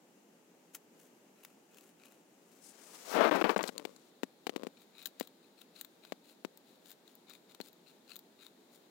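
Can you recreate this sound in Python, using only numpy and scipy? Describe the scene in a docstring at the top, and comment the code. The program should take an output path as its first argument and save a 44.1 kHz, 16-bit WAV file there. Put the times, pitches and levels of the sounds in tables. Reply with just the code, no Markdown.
"""A rabbit gnawing a carrot

On a quiet patio, close to a hand-held camera, a small rabbit rasps through a raw carrot with its front
teeth about three times a second, and pieces break off with crisp snaps. The holder shifts grip: a sleeve
swishes, a finger drags over the left microphone, then rests beside it and bumps it now and then."""
import sys
import numpy as np
from scipy import signal
from scipy.fft import rfft, irfft
from scipy.io import wavfile
from scipy.ndimage import uniform_filter1d

SR = 44100
rng = np.random.default_rng(int(sys.argv[2]) if len(sys.argv) > 2 else 0)


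def pcm_store(signal):
    """Save signal as 16-bit PCM."""
    levels = np.round(np.clip(np.atleast_2d(signal), -1, 1) * 32767)
    wavfile.write(sys.argv[1], SR, levels.astype(np.int16).T)


N = 392490
TIME = np.arange(N) / SR


def amp(db):
    """Turns decibels into a number to multiply by."""
    return 10 ** (np.asarray(db) / 20)


def unit(x):
    """Scales a signal to an average strength (rms) of 1."""
    return x / np.sqrt(np.mean(x ** 2) + 1e-20)


def value_at(points, hz):
    """Reads between rows of (frequency, value), spacing the octaves evenly."""
    known_hz, value = np.transpose(points)
    return np.interp(np.log(hz + 1), np.log(known_hz + 1), value)


def level_curve(rows):
    """Loudness that follows rows of (seconds, dB) and is silent outside them."""
    seconds, db = np.transpose(rows)
    return amp(np.interp(TIME, seconds, db, left=-140, right=-140))


def pan(x, side_db):
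    """Shares a sound between two channels, the left louder by side_db."""
    gains = amp(np.array([[1], [-1]]) * side_db / 2)
    return x * gains / gains.mean(0)


def add(mix, start_s, sound):
    """Mixes a sound in at the given time."""
    part = mix[round(start_s * SR):][:len(sound)]
    part += sound[:len(part)]


def impulse(tone, treble_db=0, corner_hz=3000, size=4096):
    """A click of energy 1 with the given tone, its treble turned up or down above corner_hz."""
    hz = np.fft.rfftfreq(size, 1 / SR)
    shelf_db = treble_db * hz ** 2 / (hz ** 2 + corner_hz ** 2)
    log_gain = np.log(amp(value_at(tone, hz) + shelf_db))
    mirrored = np.concatenate([log_gain, log_gain[-2:0:-1]])
    spectrum = np.exp(np.conj(signal.hilbert(mirrored)))  # packs the energy at the start
    click = np.fft.ifft(spectrum).real[:size // 2]
    return click / np.linalg.norm(click)


def colour(x, tone):
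    """Filters a sound to give it a tone, listed as rows of (Hz, dB)."""
    return signal.oaconvolve(x, impulse(tone))[:len(x)]


def ring(x, modes):
    """The ringing that a small hollow adds to a sound."""
    return sum(amp(db) * signal.lfilter(*signal.iirpeak(hz, hz / width, fs=SR), x)
               for hz, width, db in modes)


def crackle(per_s, spread_db, smooth):
    """Tiny random ticks of uneven size, over a share of smooth hiss."""
    sizes = amp(spread_db * np.minimum(rng.exponential(1, N), 4)) * rng.choice([-1, 1], N)
    ticks = unit(sizes * (rng.random(N) < per_s / SR))
    return unit(ticks + smooth * rng.standard_normal(N))


def clumps(depth_db, size):
    """Random loudness that bunches ticks into clumps about size samples long."""
    wander = unit(uniform_filter1d(rng.standard_normal(N), size=size))
    return unit(amp(depth_db * wander))


def swells(rows, fade_db=0):
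    """Loudness of strokes that each build up and let go, sloping down by fade_db on the way."""
    envelope = np.zeros(N)
    for start, length, db, *_ in rows:
        along = np.linspace(-.5, .5, int(length * SR))
        add(envelope, start, amp(db - fade_db * along) * signal.windows.tukey(len(along), .8))
    return envelope


def scrape(decay_s, response, size=1000):
    """A puff of noise that dies quickly and takes its tone from response."""
    t = np.arange(size) / SR
    envelope = (1 - np.exp(-t / .0004)) ** 2 * np.exp(-t / decay_s)
    return signal.fftconvolve(rng.standard_normal(size) * envelope / envelope.max(), response) / 2


def stick_slip(per_s, jitter, count=4000):
    """Skin catching and slipping: a train of ticks, uneven in spacing and size."""
    gaps, sizes = np.exp(jitter * rng.standard_normal((count, 2))).T
    at = (np.cumsum(gaps) / per_s * SR).astype(int)
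    return unit(np.bincount(at[at < N], sizes[at < N], N))


# Tone of the outdoor hum and hiss. Each row: frequency in Hz, level in dB.
AIR_TONE = [(25, -38), (80, -34), (120, -17), (175, -2), (240, 1), (430, -1.5), (700, -8), (880, -8.5),
            (1050, -14), (1900, -17), (3000, -22), (6500, -24), (10000, -26), (15500, -25)]
# How alike the two sides are. Each row: frequency in Hz, likeness from 0 to 1.
AIR_LIKENESS = [(60, 0.9), (290, 0.9), (640, 0.53), (1400, 0.1), (15000, 0)]

def outdoor_air(air_db=-64.5, waver_db=-0.4):
    """A far, gently wavering hum with faint hiss, alike on both sides in the bass."""
    likeness = value_at(AIR_LIKENESS, np.fft.rfftfreq(N, 1 / SR))
    left, other = rfft(rng.standard_normal((2, N)))
    right = likeness * left + np.sqrt(1 - likeness ** 2) * other
    waver = unit(sum(np.sin(2 * np.pi * (hz * TIME + rng.random())) for hz in np.geomspace(.3, 9, 12)))
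    hum = np.array([colour(side, AIR_TONE) for side in irfft([left, right], N)])
    return amp(air_db + waver_db * waver) * hum


# How the hollow of the hand rings, before and after the grip shifts.
# Each row: pitch in Hz, width in Hz, level in dB.
LOOSE_HAND_MODES = [(2860, 610, 3.5), (6800, 1830, 5)]
TIGHT_HAND_MODES = [(3890, 930, 11), (6900, 490, 4), (14600, 364, 1)]

def hand_hollow(pair, loose_db, tight_db):
    """The hollow between hand and left microphone colours that side, and tightens as the grip shifts."""
    left, right = pair
    shifted = np.interp(TIME, [3.0, 3.8], [0, 1])
    loose = (1 - shifted) * amp(loose_db) * ring(left, LOOSE_HAND_MODES)
    tight = shifted * amp(tight_db) * ring(left, TIGHT_HAND_MODES)
    return np.array([left + loose + tight, right])


# Strokes of the teeth through the carrot.
# Each row: start in seconds, length in seconds, level in dB, wet ring in dB against that level.
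STROKES = [(0.729, 0.048, -53.5, -17), (0.951, 0.16, -67.5, -16), (1.32, 0.26, -75.5, 15.5),
           (1.67, 0.29, -69.5, 9), (1.955, 0.25, -72, 20), (2.41, 0.29, -72, -14), (4.755, 0.11, -71.5, 17),
           (4.918, 0.22, -69.5, 18), (5.165, 0.13, -66.5, 7), (5.41, 0.093, -81, 21),
           (5.562, 0.093, -68, 16.5), (5.729, 0.12, -64, 13.5), (6.003, 0.13, -71, 18),
           (6.216, .15, -71, 11), (6.636, 0.14, -75, 9), (6.827, 0.13, -63.5, -14), (7.043, 0.11, -73.5, 6),
           (7.262, 0.13, -67, 20), (7.482, 0.06, -69.5, 17), (7.622, 0.085, -63.5, -3),
           (7.854, 0.086, -71, 20.5), (8.059, 0.13, -68, 19.5), (8.372, 0.14, -67, 15.5),
           (8.686, 0.12, -70.5, -13)]
# Tones of the rasp and of crisp ticks and snaps. Each row: frequency in Hz, level in dB.
RASP_TONE = [(200, -35), (700, -13.5), (1400, 2), (2400, -5), (3500, -6), (6000, -4.5), (10000, -0.5),
             (13000, -2.5), (15300, -1)]
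CRISP_TONE = [(200, -22), (600, -1), (1400, 1), (2600, -4), (3900, 0.5), (5200, -0.5), (7500, 5),
              (10000, 2), (11700, 12.5), (13500, 10), (14600, 14), (16000, 17.5)]
# The hollow ring heard with each wet bite, partly from the hand cupped by the microphone.
# Each row: pitch in Hz, width in Hz, level in dB.
BITE_MODES = [(1290, 380, -13), (2490, 310, -5.5), (3900, 300, -10.5)]

def teeth_rasp(juice_db=-10, pitch_spread=0.05, drying_db=23):
    """Teeth burst cell after cell in small clumps; juice ticks between them and wet bites sound hollow."""
    ruptures = unit(clumps(4, size=260) * crackle(per_s=2200, spread_db=2.5, smooth=0.52))
    cells = colour(ruptures, RASP_TONE)
    juice = amp(juice_db) * colour(crackle(per_s=200, spread_db=4.5, smooth=.1), CRISP_TONE)
    grit = unit(cells * clumps(4, size=130))
    tunings = 1 + pitch_spread * rng.uniform(-1.4, 1, len(STROKES))  # a slightly new pitch each stroke
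    hollow = np.zeros(N)
    for (start, length, db, wet_db), tuning in zip(STROKES, tunings):
        wet = grit * swells([(start, length, db + wet_db)], drying_db)  # strongest as the teeth go in
        bite = wet[round(start * SR):][:round(length * SR)]
        modes = [(hz * tuning, width, mode_db) for hz, width, mode_db in BITE_MODES]
        add(hollow, start, ring(bite, modes))
    return swells(STROKES) * (cells + juice) + hollow


# Pieces of carrot breaking off. Each row: time in seconds, level in dB, crispness (treble) in dB.
SNAPS = [(0.757, -34, -1), (5.026, -40, -12), (5.0568, -22, -15), (5.0616, -27.5, -6), (5.07, -30, -10),
         (5.198, -22.5, -9.5), (5.2726, -41, -19), (5.811, -26.5, -9), (5.847, -37.5, -18),
         (6.0491, -43, -35), (6.573, -41.5, -14), (6.904, -42, -14), (6.915, -38.5, -16), (7.1522, -41, 6),
         (7.2964, -40.5, -23), (7.6835, -44, -11), (7.7291, -45, 0), (8.1568, -36, -15.5),
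         (8.1637, -31, -7), (8.1908, -37.5, -7)]
# Front teeth clicking through the flesh. Each row: time in seconds, level in dB, ring pitch in Hz.
TOOTH_CLICKS = [(1.4357, -44, 2600), (1.4485, -32.5, 2700), (1.7446, -45, 3130), (1.771, -42, 2680),
                (1.7836, -42, 2730), (1.809, -44, 6500), (2.0564, -44, 2750), (2.1212, -45, 990),
                (5.6156, -44, 3640), (6.756, -57, 3910), (6.857, -50, 3300), (7.0772, -50, 3700),
                (7.3495, -53, 4000), (7.547, -40, 2600), (7.6114, -34, 4400), (8.094, -49, 3900),
                (8.465, -44.5, 4000)]

def snaps_and_clicks(gain_db=-4, bright_db=2, tear_db=-12, crack_s=0.0011, ring_width_hz=800, ring_db=2):
    """Fibres tear for a few milliseconds around each break, as a piece snaps off or a tooth clicks."""
    out = np.zeros(N)
    t = np.arange(-.012, .012, 1 / SR)
    tear = np.exp(-abs(t - .002) / .0025)
    envelope = np.exp(-(t / crack_s) ** 2) + amp(tear_db) * tear
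    # each snap sets off a thin, high ring in the microphone
    snaps = [(at, db, treble_db, 14200) for at, db, treble_db in SNAPS]
    clicks = [(at, db, -18, hz) for at, db, hz in TOOTH_CLICKS]  # less treble, so duller
    for at, db, treble_db, ring_hz in snaps + clicks:
        response = impulse(CRISP_TONE, treble_db=treble_db + bright_db, corner_hz=6840)
        response = response + ring(response, [(ring_hz, ring_width_hz, ring_db)])
        response /= np.linalg.norm(response)
        crack = signal.fftconvolve(rng.standard_normal(len(t)) * envelope, response) / 2
        add(out, at + t[0] + 0.0015, amp(db + gain_db) * crack)
    return out


def patio_echo(x, tail_db=-13, fade_s=0.093, size=8000):
    """Slabs and a wall scatter a short, faint echo to each side."""
    t = np.arange(size) / SR
    echoes = rng.standard_normal((2, size)) * (rng.random((2, size)) < .1)
    echoes *= amp(-60 * t / fade_s) * (t > .003)
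    echoes /= np.linalg.norm(echoes, axis=1, keepdims=True)
    return amp(tail_db) * signal.oaconvolve(x[None], echoes, axes=1)[:, :N]


# The rabbit drifts left as the camera comes round. Each row: time in seconds, left minus right in dB.
RABBIT_SIDE = [(.7, 3.5), (4.8, 7.5)]

def rabbit():
    """The gnawing, heard directly and bouncing off the patio."""
    gnawing = teeth_rasp() + snaps_and_clicks()
    side_db = np.interp(TIME, *np.transpose(RABBIT_SIDE))
    return pan(gnawing, side_db) + patio_echo(gnawing)


# Tone of the sleeve's cloth. Each row: frequency in Hz, level in dB.
SLEEVE_TONE = [(150, -19), (400, 11.5), (1200, 5.5), (3000, 1.5), (4500, 1.5), (7000, 4.5), (9500, 0.5),
               (11500, -6.5), (15500, -4)]

def sleeve_swish(peak_s=3.08, stop_s=4.1, peak_db=-53, brush_db=-72, rise_db_per_s=35.5, fall_db_per_s=86):
    """Fine fibres catch and let go, swelling as the arm reaches out, then brushing on until it stops."""
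    fibres = unit(clumps(2, size=700) * crackle(per_s=3400, spread_db=-0.5, smooth=0.82))
    t = TIME - peak_s
    reaching_db = peak_db + rise_db_per_s * t
    settling_db = np.maximum(peak_db - fall_db_per_s * t, brush_db)
    arm = amp(np.where(t < 0, reaching_db, settling_db)) * (TIME < stop_s)
    return pan(colour(fibres * arm, SLEEVE_TONE), side_db=25)


# Grazes of the cuff. Each row: start in seconds, length in seconds, level in dB.
CUFF_GRAZES = [(2.595, 0.15, -53.5), (2.75, 0.039, -71), (2.79, 0.13, -59.5), (2.89, 0.12, -56),
               (3.055, 0.16, -55)]
# Tone of the cuff. Each row: frequency in Hz, level in dB.
CUFF_TONE = [(500, -31.5), (3500, -17.5), (5500, -7), (9500, -4.5), (12000, -14.5), (15500, -20.5)]

def cuff_grazes():
    """The cuff grazes the left side in a few bright, grainy scrapes."""
    fibres = unit(clumps(1, size=500) * crackle(per_s=1700, spread_db=-1, smooth=0.66))
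    return swells(CUFF_GRAZES) * colour(fibres, CUFF_TONE) * amp([[0], [-22]])


# Skin scuffing the left side. Each row: start in seconds, length in seconds, level in dB.
SCUFFS = [(3.06, 0.13, -42), (3.345, 0.033, -46), (3.395, .028, -50), (3.478, 0.054, -45),
          (3.645, .035, -47.5)]
# The palm sliding on the right side. Each row: time in seconds, level in dB.
PALM_SLIDE = [(2.6, -80), (2.83, -71), (2.97, -59), (3.15, -61), (3.28, -65), (3.5, -67), (3.7, -70)]
# Tone of skin on the camera body. Each row: frequency in Hz, level in dB.
GRIP_TONE = [(500, -20), (2500, 0), (5500, 6.5), (9000, -3), (12000, -2), (15500, -0.5)]

def grip_rub():
    """Dry skin scrapes unevenly over the camera body: short scuffs on the left, the palm on the right."""
    sides = []
    for loudness in (swells(SCUFFS), level_curve(PALM_SLIDE)):
        grains = clumps(1.7, size=300) * crackle(per_s=1600, spread_db=4, smooth=0.81)
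        sides.append(colour(loudness * grains, GRIP_TONE))
    return np.array(sides)


# Speed of the finger sliding over the microphone. Each row: time in seconds, speed as a level in dB.
DRAG_SPEED = [(3.07, -51), (3.135, -32), (3.165, -23.5), (3.188, -23.5), (3.222, -23.5), (3.237, -23.5),
              (3.25, -19.5), (3.275, -26), (3.3, -25.5), (3.335, -41.5), (3.36, -28.5), (3.395, -44.5),
              (3.7, -44.5)]
# The finger sticks, then jerks free. Each row: time in seconds, level in dB, seconds stuck beforehand.
JERKS = [(3.311, -26.5, 0.015), (3.412, -26, 0.0041), (3.441, -23, 0.016), (3.493, -23, 0.0028),
         (3.562, -27.5, 0.012), (3.591, -29.5, 0.0075), (3.608, -30.5, 0.0022)]
# Tones of the rubbing and of the skin's dry hiss. Each row: frequency in Hz, level in dB.
DRAG_TONE = [(30, -28), (105, -45.5), (190, -6), (300, -1), (500, -1.5), (900, -4.5), (1400, -8.5),
             (2400, -15.5), (4000, -25.5), (7000, -40.5), (11000, -45), (15000, -41)]
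SKIN_HISS_TONE = [(1000, -26), (4000, 11), (7000, 1.5), (10000, -7), (15000, -3)]
# How the casing rings under the finger. Each row: pitch in Hz, width in Hz, level in dB.
CASING_MODES = [(633, 46, -10.5), (1120, 440, -20.5)]
COVER_S, COVER_DB = 3.2072, -21.5  # the heavy push as the fingertip first covers the microphone hole

def finger_drag(push_decay_s=0.0079, jerk_decay_s=0.082, jerk_shrink=0.6, stuck_db=-22, hiss_db=-38):
    """Skin ridges catch and slip on the casing; each jerk starts with a jolt and dies sooner than the last."""
    slide = level_curve(DRAG_SPEED)
    push = amp(COVER_DB) * np.exp(-abs(TIME - COVER_S) / push_decay_s) * (TIME > COVER_S)
    speed = slide + push
    for k, (at, db, stuck_s) in enumerate(JERKS):
        jerk = np.exp(-abs(TIME - at) / (jerk_decay_s * jerk_shrink ** k))
        jolt = 1.3 * np.exp(-abs(TIME - at) / .005)
        speed = np.where(TIME >= at - stuck_s, slide * amp(stuck_db), speed)
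        speed = np.where(TIME >= at, slide + amp(db) * (jerk + jolt), speed)
    ridges = unit(rng.standard_normal(N) + 0.46 * stick_slip(per_s=154, jitter=.1))
    rub = colour(ridges * speed, DRAG_TONE)
    grains = unit(clumps(3, size=200) * crackle(per_s=900, spread_db=2.5, smooth=.4))
    hiss = colour(grains * speed ** 0.47, SKIN_HISS_TONE)  # grows more gently with speed than the rub
    return rub + ring(rub, CASING_MODES) + amp(hiss_db) * hiss


def casing_knock(knock_db=-11.5, rise_s=0.003):
    """The casing knocks at its lowest pitch as the fingertip pushes on it."""
    out, t = np.zeros(N), np.arange(SR // 20) / SR
    envelope = t / rise_s * np.exp(1 - t / rise_s)
    add(out, COVER_S, amp(knock_db) * envelope * np.sin(2 * np.pi * CASING_MODES[0][0] * t))
    return out


# Tone of a sudden suck of air at the microphone hole. Each row: frequency in Hz, level in dB.
SUCK_TONE = [(30, -26), (115, -35), (185, -2), (260, 2), (420, 0), (620, -5.5), (850, -9.5), (1150, -16),
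             (3000, -17), (10000, -36.5), (15000, -32.5)]

def air_suck(sharp_db):
    """One sudden drop in pressure at the hole; the microphone swings back in a short knock."""
    response = impulse(SUCK_TONE, treble_db=sharp_db, corner_hz=910)
    return -response / abs(response).max()


def finger_thumps(thump_db=-5):
    """Covering the hole, and each jerk after it, pulls a little air from the microphone."""
    out = np.zeros(N)
    for at, db, *_ in [(COVER_S, COVER_DB)] + JERKS:
        add(out, at + 0.0009, amp(db + thump_db) * air_suck(sharp_db=-8))
    return out


# The finger bumping the microphone. Each row: time in seconds, level in dB, sharpness (treble) in dB.
BUMPS = [(3.6394, -14.5, 6.5), (3.691, -18.5, 7.5), (3.797, -28.5, 4), (3.852, -18, 10), (4.2333, -15, 0),
         (4.4687, -14, 4), (4.4947, -17, 4), (4.5622, -16.5, 1), (4.6343, -23.5, -2), (4.6691, -22.5, -3),
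         (5.21, -17.5, -1.5), (6.1223, -19.5, 1), (6.449, -19, -2), (7.603, -24.5, -1.5)]
# Skin flicking off the edge of the casing. Each row: time in seconds, level in dB.
FLICKS = [(3.577, -37), (3.628, -35), (3.675, -33.5), (3.68, -35), (3.9613, -50.5)]
# Tone of a flick. Each row: frequency in Hz, level in dB.
FLICK_TONE = [(60, -24), (250, 15), (600, -56), (1000, 0), (2700, -12), (4000, 2.5), (5500, -3), (7300, 0),
              (10000, -9), (15000, -14)]

def bumps_and_flicks(bump_db=-1, scuff_db=-8, flick_db=8, pocket_width_hz=300, pocket_db=-6):
    """A bump is a sharp suck as the skin lets go, a brief scuff and a flick; some flicks come alone."""
    out, flick = np.zeros(N), impulse(FLICK_TONE)
    # the air pocket under the fingertip rings at two new pitches every time
    pockets_hz = rng.uniform([550, 1400], [1050, 2800], (len(BUMPS), 2))
    for (at, db, sharp_db), pitches in zip(BUMPS, pockets_hz):
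        suck = air_suck(sharp_db)
        scuff = scrape(0.0028, suck / np.linalg.norm(suck))[:len(suck)]
        bump = amp(db + bump_db) * (suck + amp(scuff_db) * scuff)
        add(out, at, bump + ring(bump, [(hz, pocket_width_hz, pocket_db) for hz in pitches]))
    flicks_after_bumps = [(at + 0.0018, db - 29.5) for at, db, _ in BUMPS]
    for at, db in FLICKS + flicks_after_bumps:
        add(out, at + 0.00052, amp(db + flick_db) * scrape(0.0033, flick))
    return out


# Moments when the finger creeps. Each row: start in seconds, length in seconds, level in dB.
CREEPS = [(3.66, 0.32, -55), (4.48, 0.25, -52)]
# Tone of the creeping. Each row: frequency in Hz, level in dB.
CREEP_TONE = [(100, -34.5), (200, -5), (400, -4.5), (530, 1.5), (780, -25), (1080, -11), (1600, -27),
              (4000, -27), (15000, -51)]

def finger_creep(creep_db=4):
    """The finger creeps over the casing in tiny, uneven slips."""
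    slips = stick_slip(per_s=98, jitter=0.39) * swells(CREEPS)
    return amp(creep_db) * colour(slips, CREEP_TONE)


# How the nail's click rings. Each row: pitch in Hz, level in dB, seconds to fade by 60 dB.
NAIL_MODES = [(1010, -15, 0.014), (4280, 1.5, 0.004), (7000, -3, 0.0061), (8700, -3.5, .003),
              (13900, -4, .0015)]

def nail_click(start_s=3.78, nail_db=-23, low_cut_hz=900):
    """A fingernail clicks off the edge of the casing, scraping as it goes."""
    out, t = np.zeros(N), np.arange(SR // 20) / SR
    click = sum(amp(nail_db + db - 60 * t / fade_s) * np.sin(2 * np.pi * hz * t)
                for hz, db, fade_s in NAIL_MODES)
    scratch = signal.fftconvolve(click, scrape(.0015, [.12]))[:len(t)]
    low_cut = signal.butter(2, low_cut_hz, "high", fs=SR)
    add(out, start_s, signal.lfilter(*low_cut, click + scratch))
    return out


def scene():
    """Rabbit and outdoor air reach both microphones; the finger is heard almost only on the left."""
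    finger = finger_drag() + finger_creep() + finger_thumps() + bumps_and_flicks()
    touch = (finger + casing_knock() + nail_click()) * amp([[0], [-41]])
    gnawing = hand_hollow(rabbit(), loose_db=-0.5, tight_db=3.5)
    air = hand_hollow(outdoor_air(), loose_db=-1.5, tight_db=-2.0)
    return gnawing + air + touch + sleeve_swish() + cuff_grazes() + grip_rub()


def record(dry):
    """The camera cuts off the treble above 16 kHz."""
    high_cut = signal.firwin(255, 16000, window=("kaiser", 9), fs=SR)
    return signal.oaconvolve(dry, high_cut[None], "same")


dry = scene()
out = record(dry)
pcm_store(out)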